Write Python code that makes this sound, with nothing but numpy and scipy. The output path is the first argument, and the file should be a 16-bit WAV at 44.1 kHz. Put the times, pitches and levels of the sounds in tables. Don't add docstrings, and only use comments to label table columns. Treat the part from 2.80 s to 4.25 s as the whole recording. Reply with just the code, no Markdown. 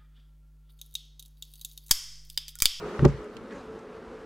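import sys
import numpy as np
from scipy import signal
from scipy.fft import rfft, irfft, next_fast_len
from scipy.io import wavfile
from scipy.ndimage import uniform_filter1d, map_coordinates

SR = 44100
rng = np.random.default_rng(int(sys.argv[2]) if len(sys.argv) > 2 else 0)


def magnitude_from_level(level_db):
    exponent = np.asarray(level_db, float) / 20
    return 10 ** exponent


def wav_record(signal):
    frames = np.transpose(np.atleast_2d(signal))
    bounded = np.clip(frames, -1, 1)
    quanta = np.round(bounded * 32767).astype(np.int16)
    wavfile.write(sys.argv[1], SR, quanta)


N = 63945
NOW = np.arange(N) / SR
CLICK_RISE_S = 0.0005


def unit(x):
    return x / np.sqrt(np.mean(x ** 2, -1, keepdims=True) + 1e-20)


def along(points, hz):
    f, v = np.transpose(points)
    return np.interp(np.log(hz + 1), np.log(f + 1), v)


def curves(rows):
    s, *cols = np.transpose(rows)
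    return [np.interp(NOW, s, c) for c in cols]


def wobble(rate):
    return map_coordinates(rng.standard_normal(200), [np.arange(N) * min(rate, 120) / SR])


def filtered(x, response):
    m = next_fast_len(x.shape[-1] + 8192)
    return irfft(rfft(x, m) * response(np.fft.rfftfreq(m, 1 / SR)), m)[..., :x.shape[-1]]


def rush(spectrum, patchy_db):
    z = signal.stft(rng.standard_normal(N), nperseg=512)[2]
    field = uniform_filter1d(rng.standard_normal(z.shape), 8, 0)
    field = uniform_filter1d(field, 10, 1)
    x = signal.istft(z * magnitude_from_level(patchy_db * field / field.std()), nperseg=512)[1][:N]
    return unit(filtered(x, lambda hz: magnitude_from_level(along(spectrum, hz))))


# frequency in Hz, density in dB per Hz.
AIR = [(350, -29), (600, -1), (642, -2), (766, -0.5), (1230, -1), (1760, -9.5), (5360, -24.5),
       (13200, -39.5), (15500, -71)]


def air():
    return magnitude_from_level(6 + 1.2 * wobble(24.8)) * rush(AIR, patchy_db=0.7)


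# frequency in Hz, density in dB per Hz.
MURMUR = [(120, -34), (200, 4.5), (320, 2), (440, 9.5), (580, -3.5), (700, -46)]


def murmur():
    return magnitude_from_level(8.5) * rush(MURMUR, patchy_db=3.0)


# frequency in Hz, density in dB per Hz.
RUMBLE = [(12, -39), (22, 0), (54, -0.5), (107, -5.5), (160, -6.5), (210, -14.5), (350, -120)]
# time in seconds, level in dB.
WIND = [(0, -1.5), (.14, -2.5), (.3, 0), (.44, 7.5), (.51, -4), (.62, 2), (.67, -6.5), (.76, 4.5),
        (.86, -0.5), (.98, 0.5), (1.08, 0), (1.2, -4), (1.32, 5), (1.45, -7)]


def rumble():
    gusts_db, = curves(WIND)
    return magnitude_from_level(4.5 + gusts_db + 1.2 * wobble(11.1)) * rush(RUMBLE, patchy_db=2.2)


# multiple of the wing rate, level in dB.
WING = [(1, -1), (2, 3), (3, -15), (4, -29), (5, -19), (6, -11), (7, -18), (8, -23), (10, -29), (14, -51),
        (24, -61)]


def wings(hz, rough, root_db=0):
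    turn = 2 * np.pi * np.cumsum(hz * (1 + rough * wobble(60))) / SR
    k = np.arange(1, 25)
    level_db = np.interp(k, *np.transpose(WING)) + root_db * (k == 1)
    level = magnitude_from_level(level_db + 1.5 * rng.standard_normal(len(k)))
    return unit(level @ np.sin(k[:, None] * turn + 2 * np.pi * rng.random((len(k), 1))))


def swarm(count):
    low_hz, high_hz = 166.05, 288.36
    drift, flutter = 0.03, 0.016
    total = 0
    for hz in low_hz + (high_hz - low_hz) * (np.arange(count) + rng.random(count)) / count:
        bee = wings(hz * (1 + drift * wobble(3.5)), flutter)
        total = total + bee * magnitude_from_level(3.5 * wobble(5.28) + 4.5 * wobble(34.7))
    return unit(total)


# time in seconds, twice the wing rate in Hz, level in dB.
HOVER = [(0, 415, -45), (.04, 425, -39), (.1, 418, -42), (.17, 412, -38), (.23, 410, -42), (.32, 420, -45),
         (.38, 420, -46), (.44, 430, -43), (.5, 408, -49), (.58, 440, -52), (.7, 418, -48), (.8, 440, -49),
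         (.9, 436, -49), (1.0, 445, -49), (1.08, 435, -52), (1.2, 452, -50), (1.29, 448, -49),
         (1.45, 440, -52)]


def hovering_bee():
    twice_hz, level_db = curves(HOVER)
    return wings(twice_hz / 2, 0.006, root_db=-11) * magnitude_from_level(level_db + 2.5 * wobble(45.05))


# time in seconds, wing rate in Hz, level in dB.
EARLY = [(0, 205.7, -56), (.06, 198.3, -48.5), (.12, 178.3, -44), (.17, 170.4, -47), (.22, 165, -56)]
# time in seconds, wing rate in Hz, level in dB.
PASSER = [(.52, 221, -55), (.6, 230.4, -45), (.7, 274, -52.5), (.76, 288.5, -44), (.8, 255, -46.5),
          (.87, 241.2, -70)]
# start in seconds, length in seconds, wing rate in Hz from and to, peak in dB.
FLYBYS = [
    (0, 0.1, 171, 146, -43),
    (0.112, 0.11, 182.4, 230, -60),
    (.56, 0.39, 216.2, 252, -53),
    (0.672, 0.16, 202.3, 165, -52),
    (1.031, 0.151, 247, 240, -54),
    (1.26, .16, 259.5, 236, -50),
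    (.9, 0.18, 246.2, 220, -56.5),
]


def flying_bees():
    total = 0
    for path, root_db in [(PASSER, 5), (EARLY, -12)]:
        hz, level_db = curves(path)
        total = total + wings(hz, 0.0235, root_db) * magnitude_from_level(level_db + 2.3 * wobble(40.03))
    for s, length, from_hz, to_hz, db in FLYBYS:
        u = np.clip((NOW - s) / length, 0, 1)
        bee = wings(from_hz + (to_hz - from_hz) * u, 0.0115, root_db=7)
        total = total + magnitude_from_level(db) * np.sin(np.pi * u) * bee
    return total


# time in seconds, level in dB.
SCRAPE = [(0, -56), (.2, -55), (.26, -56), (.3, -53), (.4, -58), (.5, -72), (.68, -72), (.71, -56),
          (.76, -53), (.81, -54), (.87, -72), (1.08, -72), (1.14, -60), (1.2, -72)]


def cloth_rustle():
    spectrum = [(300, -27), (700, 10.0), (1800, 15), (3800, 3.5), (7000, -6.5), (14500, -29.0)]  # Hz, dB
    level_db, = curves(SCRAPE)
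    return magnitude_from_level(level_db + 1.8 * wobble(70.1)) * rush(spectrum, patchy_db=4.0)


# time in seconds, gain in dB.
GAIN = [(0.0, -51), (0.176, -50.5), (0.334, -54), (0.516, -57.5), (1.046, -58.5), (1.45, -58)]
# time in seconds, side level in dB.
WIDTH = [(0, -1), (.3, -0.5), (.55, -6.5), (.7, -8.5), (.85, -17), (1.1, -25), (1.45, -33)]
# frequency in Hz, side over mid in dB.
SIDE_DB = [(60, -17), (110, -21), (200, -20.5), (380, -35), (700, -73), (1290, -9.5), (2380, -7.5),
           (4400, -6.5), (8120, -2), (15000, -19)]


def meadow():
    gain_db, = curves(GAIN)
    width_db, = curves(WIDTH)
    mid = magnitude_from_level(gain_db) * (air() + murmur() + rumble() + magnitude_from_level(10) * swarm(count=22))
    mid = mid + hovering_bee() + flying_bees() + cloth_rustle()
    side = magnitude_from_level(gain_db + width_db + 2.5) * (air() + murmur() + rumble())
    side = filtered(side, lambda hz: magnitude_from_level(along(SIDE_DB, hz)))
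    return np.array([mid + side, mid - side])


def swing(s, db, hz, t60):
    return -magnitude_from_level(db - 60 * np.abs(NOW - s) / t60) * np.sin(2 * np.pi * hz * (NOW - s)) * (NOW > s)


# time in seconds, level in dB, frequency in Hz, t60 in seconds.
THUMP = (.1915, -23, 74, .13)


def foot_thump():
    return swing(*THUMP)


# frequency in Hz, level in dB, t60 in seconds.
BOX = [(59.7, -2, 0.087), (142, 3, 0.094), (169, -4, 0.065), (245.3, -3.5, 0.0713), (371, 0, 0.053),
       (431.2, -8.5, 0.091), (564, -9, 0.071), (698, -14.5, 0.03), (820, -14.5, 0.053), (877, -14.5, 0.06),
       (1006, -19.5, 0.034), (1110, -6.5, 0.022), (1565, -11.5, 0.014), (1893, -15, 0.033)]
# time in seconds, strength in dB, contact in milliseconds.
BLOWS = [
    (.1928, -21.5, 0.06),
    (0.2, -25, 2.8),
    (0.2215, -5.5, 2.76),
    (0.2331, -13.5, 5.1),
    (.2462, -15.5, 0.58),
    (.2482, -14.5, 0.93),
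    (0.2513, -3, 0.84),
    (0.284, -15, 4.2),
    (.334, -24.5, 6.1),
]


def knocks():
    out, t = np.zeros((2, N)), np.arange(SR // 3) / SR
    hz, level, t60 = np.transpose(BOX)[:, :, None]
    skew = magnitude_from_level(-19) * (-1) ** np.arange(len(BOX))[:, None]
    build = 1 - np.exp(-t * hz / 0.76)
    for s, db, ms in BLOWS:
        push = np.sin(np.pi * np.clip(t[:400] / (ms / 1000), 0, 1)) ** 2
        size = -magnitude_from_level(level + rng.normal(0, 0.75, hz.shape) - 60 * t / t60) * build
        mid = (size * np.sin(2 * np.pi * hz * t)).sum(0)
        side = (skew * size * np.cos(2 * np.pi * hz * t)).sum(0)
        ring = signal.lfilter(push / push.sum(), 1, [mid + side, mid - side])
        out[:, round(s * SR):][:, :len(t)] += magnitude_from_level(db) * ring
    return out


# time in seconds, peak in dB, colour in Hz, t60 in milliseconds, left over right in dB.
CLICKS = [(.1930, -30, 2500, 9, -2.5), (.1932, -40, 4000, 9, -2), (.2458, -53, 7500, 50, 0),
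          (.2468, -40, 3200, 40, -1), (.2500, -24, 1700, 24, 0), (.2503, -27, 2500, 20, -1.5),
          (.2506, -26, 4400, 14, -1.5), (.2507, -31, 6000, 14, -1), (.2508, -39, 12800, 6, 0),
          (.2535, -35, 3000, 30, -1), (.278, -52, 5500, 200, 0), (.443, -54, 7000, 15, 0),
          (.5672, -42, 2700, 26, -2.5), (.5673, -43, 3600, 26, -2.5), (.5674, -45, 6000, 20, -2.5),
          (.568, -51, 12800, 8, 0), (.7088, -45, 2900, 16, .5), (.9416, -54, 2500, 15, 0),
          (.99, -55, 6000, 25, 0), (1.3468, -50, 1800, 15, 0)]


def clicks():
    out, t = np.zeros((2, N)), np.arange(2000) / SR
    for s, db, hz, ms, left_db in CLICKS:
        width = 0.4 * (4000 / hz) ** 0.2
        noise = rng.standard_normal((2, len(t)))
        noise = unit(filtered(noise, lambda f: np.exp(-(np.log((f + 1) / hz) / width) ** 2)))
        shape = magnitude_from_level(db - 3 - 60 * t / (ms / 1000)) * (1 - np.exp(-t / CLICK_RISE_S))
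        mid, side = unit(shape * noise) * np.sqrt(np.mean(shape ** 2)) * [[1], [0.55]]
        balance = magnitude_from_level(np.array([[left_db / 2], [-left_db / 2]]))
        out[:, round(s * SR):][:, :len(t)] += balance * [mid + side, mid - side]
    return out


# time in seconds, peak in dB, frequency in Hz, t60 in milliseconds, side over mid in dB.
PINGS = [
    (.1931, -16, 1350, 7, -10),
    (.2468, -15, 1120, 13, -9),
    (.2488, -18, 830, 22, -8),
    (.2508, -36, 11600, 7, -12),
    (.2544, -30, 1500, 18, 8),
]


def pings():
    out = np.zeros((2, N))
    for s, db, hz, ms, side_db in PINGS:
        u = np.clip(NOW - s, 0, None)
        shape = magnitude_from_level(db - 60 * u / (ms / 1000)) * (1 - np.exp(-u / CLICK_RISE_S))
        turn = 2 * np.pi * hz * u
        out += shape * (-np.sin(turn) + magnitude_from_level(side_db) * np.cos(turn) * [[1], [-1]])
    return out


# time in seconds, level in dB, frequency in Hz, t60 in seconds.
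JOLTS = [
    (0.2488, -5, 191, 0.021),
    (0.198, -33.5, 90, 0.2),
    (.3, -30.5, 71.1, 0.22),
    (0.476, -56, 60.3, 0.15),
    (0.569, -39, 92, 0.047),
    (0.618, -44, 80.6, 0.071),
]


def jolts():
    x = sum(swing(*row) for row in JOLTS)
    return np.array([x, -x])


# time in seconds, frequency in Hz, level in dB, half length in seconds.
SQUEAK = (.545, 13800, -68, .006)


def squeak():
    s, hz, db, half = SQUEAK
    return magnitude_from_level(db) * np.exp(-((NOW - s) / half) ** 2) * np.sin(2 * np.pi * hz * NOW)


def scene():
    return meadow() + foot_thump() + knocks() + clicks() + pings() + jolts() + squeak()


# frequency in Hz, response in dB.
MIC = [(15, -8), (35, -5.5), (55, -1.5), (9000, 0.5), (12000, -2), (14000, -6), (15600, -17)]


def microphone(dry):
    return filtered(dry, lambda hz: magnitude_from_level(along(MIC, hz)) * (hz < 15650))


def low_pass(x):
    return signal.sosfilt(signal.butter(12, 15640, fs=SR, output="sos"), x)


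def record(dry):
    mix = microphone(dry)
    return low_pass(mix)


dry = scene()
out = record(dry)
wav_record(out)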